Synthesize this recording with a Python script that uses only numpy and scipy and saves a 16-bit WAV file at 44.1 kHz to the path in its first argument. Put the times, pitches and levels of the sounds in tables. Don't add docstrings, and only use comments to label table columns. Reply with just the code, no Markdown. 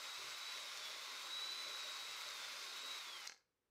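import sys
import numpy as np
from scipy import signal
from scipy.fft import rfft, irfft
from scipy.io import wavfile
from scipy.ndimage import uniform_filter1d

SR = 44100
rng = np.random.default_rng(int(sys.argv[2]) if len(sys.argv) > 2 else 0)


def unload_audio(sound):
    columns = np.transpose(np.atleast_2d(sound))
    steps = np.round(np.clip(columns, -1, 1) * 32767)
    wavfile.write(sys.argv[1], SR, steps.astype(np.int16))


def ratio(d):
    e = np.asarray(d, float) / 20
    return 10 ** e


N = 163170
T = np.arange(N) / SR

TEETH = 15
RELEASE_S, STOP_S, STOP_FADE_S = 2.968, 3.272, .004

# f/Hz, level/dB per Hz
AIR_COLOUR = [(15, -45.5), (25, 8), (59, 0.5), (86, -1), (227, -3.5), (496, -0.5), (703, -13.5),
              (805, -7.5), (15500, -26)]
# f/Hz, t60/s
ROOM_DECAY = [(100, 0.29), (500, 0.44), (2000, 0.34), (4500, 0.28), (6200, 0.27), (10000, 0.31)]
# f/Hz, level/dB
ROOM_COLOUR = [(100, 0), (1500, -2.5), (2200, -5.5), (3300, -3), (4400, 1.5), (5600, -0.5), (8000, -2.5),
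               (15000, -3)]
# f/Hz, width/Hz, level/dB
BENCH_TOP = [(262, 17, -5), (354, 79, -3), (400, 35, -5), (499, 130, -0.5), (561, 32, -0.5), (616, 62, 1.5)]
# f/Hz, width/Hz, level/dB
BENCH_FRAME = [(84, 26, -1), (138, 30, 1)]
# start/s, length/s, growl/dB, thrum/dB, pitch f/Hz
BITES = [(0, 0.077, -76, -90, 477), (0.17, 0.12, -69.5, -78, 440), (0.549, 0.075, -70.5, -86, 565),
         (0.713, 0.1, -72, -85, 620), (0.851, 0.15, -72.5, -84.5, 494), (1.064, 0.58, -73.5, -95, 404),
         (1.648, 0.082, -69, -85, 513), (1.823, 0.052, -69, -82, 557), (2.01, 0.11, -74, -85, 444),
         (2.253, 0.31, -75, -83.5, 577), (2.603, 0.18, -72, -92, 386), (2.824, 0.13, -72.5, -89, 400),
         (3.058, 0.1, -72, -90, 317)]
# t/s, peak level/dB, dull share/0-1, snap level/dB
CLACKS = [(0.7738, -35.5, 0, -56), (2.288, -33, 0, -57), (3.2547, -47, 0.5, -56), (3.2692, -41.5, 0.2, -64),
          (3.2707, -40.5, 0.1, -60), (3.2738, -27, 0.06, -50), (3.296, -34, 0.26, -73),
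          (3.32, -41.5, 0.3, -70.5), (3.326, -45, 0.15, -77.5), (3.339, -51, 0, -85),
          (3.345, -50.5, 0.26, -89), (3.364, -64, .8, -95), (3.377, -57, 0.05, -78.5)]
# f/Hz, level/dB, t60/s
LOCK_BRIGHT = [(3600, -14, .004), (4230, -9, .016), (4450, -12, .014), (4750, -9, .012), (5250, -2, .0045),
               (5800, -1, .0045), (6350, -4, .006), (7700, -13, .005), (70, -40, .025)]
# f/Hz, level/dB, t60/s
LOCK_DULL = [(780, -7, .025), (1300, -5, .018), (1640, 2, .018), (2114, 3, .016), (2600, -2, .016),
             (3050, -4, .012), (520, -11, .03)]
# f/Hz, width/Hz, level/dB
HOUSING_RINGS = [(5464, 10, -76), (1066, 30, -75), (4390, 30, -79)]
# f/Hz, width/Hz, lift/dB
HOUSING = [(1068, 41, 4.5), (1125, 283, 5), (1398, 43, 5), (1781, 262, -9), (2108, 343, 10),
           (2500, 320, 5.5), (3800, 550, 3), (4440, 250, 2.5), (5040, 340, 4), (5480, 91, 5),
           (6290, 1600, 3), (10270, 190, 6), (11480, 2700, -3), (13100, 970, 4.5)]
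# t/s, level/dB
RATTLE_LEVEL = [(0.0, -56), (0.31, -55.5), (0.87, -55.5), (0.97, -56.5), (2.38, -55), (2.83, -56.5),
                (2.86, -55), (3.25, -59.5)]
# f/Hz, level/dB per Hz
RATTLE_COLOUR = [(88, -32), (150, -27.5), (607, -8.5), (695, -10.5), (1070, -4.5), (1800, 2), (2100, -7.5),
                 (3840, -1), (15500, -22.5)]
# t/s, f/Hz
MESH_PITCH = [(0, 3790), (.18, 3880), (.33, 3870), (.52, 3940), (.64, 3800), (.87, 3399), (.94, 3415),
              (1.05, 3625), (1.33, 3870), (1.55, 3980), (1.67, 3960), (1.9, 3803), (2.02, 3870),
              (2.25, 3905), (2.41, 3575), (2.52, 3465), (2.71, 3764), (2.93, 3890)]
# t/s, level/dB
WHINE_LEVEL = [(0, -63), (.1, -55.5), (.3, -61.5), (.5, -54), (.64, -56.5), (.74, -62.5), (.9, -57.5),
               (1.0, -62), (1.22, -63.5), (1.33, -49), (1.43, -48.5), (1.6, -51.5), (2.2, -57.5),
               (2.64, -63), (2.91, -51), (3.03, -62), (3.14, -55.5), (3.22, -63.5)]
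# multiple/1, level/dB under the whine
SHAFT_ORDERS = [(1, -23), (2, -39), (4, -18.5), (5, -15), (10, -19.5), (11, -20.5), (13, -27.5), (14, -19),
                (16, -28), (20, -26.5), (22, -26.5), (25, -10.5), (35, -19.5)]


def evened(x):
    return x / np.sqrt(np.mean(x ** 2) + 1e-20)


def noise():
    return rng.standard_normal(N)


def curve(points):
    return np.interp(T, *np.transpose(points))


def read(points, hz):
    f, value = np.transpose(points)
    return np.interp(np.log(hz + 1), np.log(f + 1), value)


def drift(low_hz, top_hz):
    f = np.geomspace(low_hz, top_hz, num=24)[:, None]
    t = T[::64]
    waves = np.sin(2 * np.pi * (f * t + rng.random((24, 1)))) / np.sqrt(f)
    return np.interp(T, t, evened(waves.sum(0)))


def coloured(x, gain):
    return evened(irfft(rfft(x) * gain(np.fft.rfftfreq(N, 1 / SR)), N))


def resonance(hz, f, width):
    return 1 / (1 + (2 * (hz - f) / width) ** 2)


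def housing_db(hz):
    return sum(lift * resonance(hz, f, width) for f, width, lift in HOUSING)


def running():
    coast_db, coast_s = -10, .065
    after = np.maximum(T - STOP_S, 0)
    shut = np.exp(-after / STOP_FADE_S)
    return shut + (1 - shut) * ratio(coast_db) * np.exp(-(after / coast_s) ** 4)


def floor():
    return ratio(-89) * coloured(noise(), lambda hz: ratio(read(AIR_COLOUR, hz)))


def room(x):
    taps = np.zeros(SR // 2)
    at = np.arange(140, SR // 2 - 20, 20)
    taps[at + rng.integers(0, 20, at.shape)] = rng.choice([-1., 1.], at.shape)
    hz, t, z = signal.stft(taps, SR, nperseg=256)
    decay_db = -60 * t / read(ROOM_DECAY, hz)[:, None]
    z = z * ratio(read(ROOM_COLOUR, hz)[:, None] + decay_db)
    tail = signal.istft(z, SR, nperseg=256)[1]
    return signal.fftconvolve(x, tail / np.linalg.norm(tail))[:N]


def bench():
    chatter_db, spot_db_per_oct = 2, 12
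    out = np.zeros(N)
    start, length, growl_db, thrum_db, spot_hz = np.transpose(BITES)[:, :, None]
    attack = (T - start) / 0.012 + (start == 0)
    release = (start + length - T) / 0.084 + 1
    push = np.clip(np.minimum(attack, release), 0, 1)
    for k, (f, width, db) in enumerate(BENCH_TOP + BENCH_FRAME):
        if k < len(BENCH_TOP):
            level = growl_db - spot_db_per_oct * abs(np.log2(f / spot_hz))
        else:
            level = thrum_db - 2.5
        chatter = noise() * ratio(chatter_db * drift(6, 40))
        ring = coloured(chatter, lambda hz: resonance(hz, f, width))
        out += (ratio(level + db) * push).sum(0) * ring
    return out


def struck(modes, t):
    out = np.zeros(len(t))
    for k, (f, db, t60) in enumerate(modes):
        detune = rng.uniform(0.988, 1.012)
        out += (-1) ** k * ratio(db - 60 * t / t60) * np.sin(2 * np.pi * f * detune * t)
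    return out


def clacks():
    snap_s, snap_hz = 0.0008, 10960
    t, out = T[:3000], np.zeros(N)
    for s, db, dull, snap_db in CLACKS:
        body = (1 - dull) * struck(LOCK_BRIGHT, t) + dull * struck(LOCK_DULL, t)
        grain = 3 * uniform_filter1d(rng.standard_normal(len(t)), size=4)
        snap = ratio(snap_db) * grain * np.cos(2 * np.pi * snap_hz * t) * np.exp(-t / snap_s)
        out[round(s * SR):][:3000] += np.minimum(t / 0.00015, 1) * (ratio(db - 3.5) * body + snap)
    return out


def housing_rings():
    out = np.zeros(N)
    for f, width, db in HOUSING_RINGS:
        ring = coloured(noise(), lambda hz: resonance(hz, f, width))
        out += ratio(db + 2 * drift(0.75, 8.9)) * ring
    return running() * out


def patchy(x):
    z = signal.stft(x, nperseg=512, noverlap=384)[2]
    field = rng.standard_normal(z.shape[::-1]).T
    field = uniform_filter1d(uniform_filter1d(field, size=4, axis=0), size=60, axis=1)
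    return signal.istft(z * ratio(0.55 * evened(field)), nperseg=512, noverlap=384)[1][:N]


def rattle():
    grit_per_s, grit_spread_db, grit_share = 2500, 4.5, 0.12
    fizz_hz, flicker_db = 10500, 1.5
    size, chance, hiss = rng.exponential(1, N), rng.random(N), noise()
    knocks = chance < grit_per_s / SR * ratio(5 * drift(3, 40))
    grit = np.sign(hiss) * ratio(grit_spread_db * np.minimum(size, 5)) * knocks
    brush = np.roll(hiss, 99) * ratio(0.3 * drift(5.2, 60))
    source = np.sqrt(1 - grit_share) * brush + np.sqrt(grit_share) * evened(grit)
    body = patchy(coloured(source, lambda hz: ratio(read(RATTLE_COLOUR, hz) + housing_db(hz))))
    hz = np.fft.rfftfreq(N, 1 / SR)
    fizz = irfft(rfft(body) / (1 + (fizz_hz / (hz + 1)) ** 6), N)
    flicker = ratio(flicker_db * drift(6, 150) - 3 * (T > STOP_S))
    return ratio(curve(RATTLE_LEVEL) + 5) * running() * (body + (flicker - 1) * fizz)


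def motor():
    run_down_hz_per_s, lowest_hz, inertia_s = 3620, 2880, .03
    free_hz, slip_hz, slip_per_sag = 3900, 6, .035
    mesh = curve(MESH_PITCH) - run_down_hz_per_s * np.maximum(T - RELEASE_S, 0)
    mesh = uniform_filter1d(np.maximum(mesh, lowest_hz), round(inertia_s * SR), mode="nearest")
    sag = np.maximum(free_hz - mesh, 0) * (T < RELEASE_S)
    return mesh + (slip_hz + slip_per_sag * sag) * drift(7, 60), sag


def rub():
    return coloured(noise(), lambda hz: 1 / (1 + (hz / 160) ** 4))


def whine():
    mesh, sag = motor()
    turns = 2 * np.pi * np.cumsum(mesh) / SR
    loud = curve(WHINE_LEVEL)
    breaking_db = .004 * sag * (drift(4, 30) - 0.4)
    out = ratio(loud + 1.3 * drift(9.5, 150) + breaking_db) * np.sin(turns)

    fray = (rub() * np.sin(turns) + rub() * np.cos(turns)) / np.sqrt(2)
    out += ratio(loud - 12 + .01 * sag) * fray

    for side in (-1, 1):
        out += ratio(loud - 23.5 + 5.9 * drift(1.435, 12)) * np.sin((1 + side * .45 / TEETH) * turns)

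    octave_ring_hz, octave_width_hz, octave_lift_db = 7660, 250, 8.5
    ring_db = octave_lift_db / (1 + (2 * (2 * mesh - octave_ring_hz) / octave_width_hz) ** 4)
    out += ratio(-78 + ring_db + 2 * drift(4, 48)) * np.sin(2 * turns)

    freed_db = -6 * np.clip((T - RELEASE_S) / 0.063, 0, 1)
    for k, db in SHAFT_ORDERS:
        ring_db = 2 * housing_db(k / TEETH * mesh)
        level = -68 + 0.17 * (loud + 56.5) + db + freed_db + ring_db + 2 * drift(2, 40)
        out += ratio(level) * np.sin(k / TEETH * turns + 6 * rng.random())

    coast = 10 / TEETH
    freed = (T > RELEASE_S) * ratio(-64 + 4 * drift(11, 80)) * resonance(coast * mesh, 2070, 300)
    out += freed * np.sin(coast * turns)
    out += ratio(-77 + 2.1 * drift(1.1, 30)) * np.sin(.275 * turns)
    return np.sqrt(2) * out * np.clip((STOP_S - T) / STOP_FADE_S, 0, 1)


def scene():
    near = rattle() + housing_rings() + bench() + clacks()
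    tone = whine()
    mono = near + tone + ratio(-11.5) * room(near + .5 * tone) + floor()
    return np.array([mono, mono])


def band_limit(x):
    return signal.sosfilt(signal.butter(12, 15680, fs=SR, output="sos"), x)


def record(dry):
    low_hz, top_hz = 42, 15680
    hz = np.fft.rfftfreq(N, 1 / SR)
    gain = hz ** 2 / (hz ** 2 + low_hz ** 2) / (1 + (hz / top_hz) ** 300)
    return band_limit(irfft(rfft(dry) * gain, N))


dry = scene()
out = record(dry)
unload_audio(out)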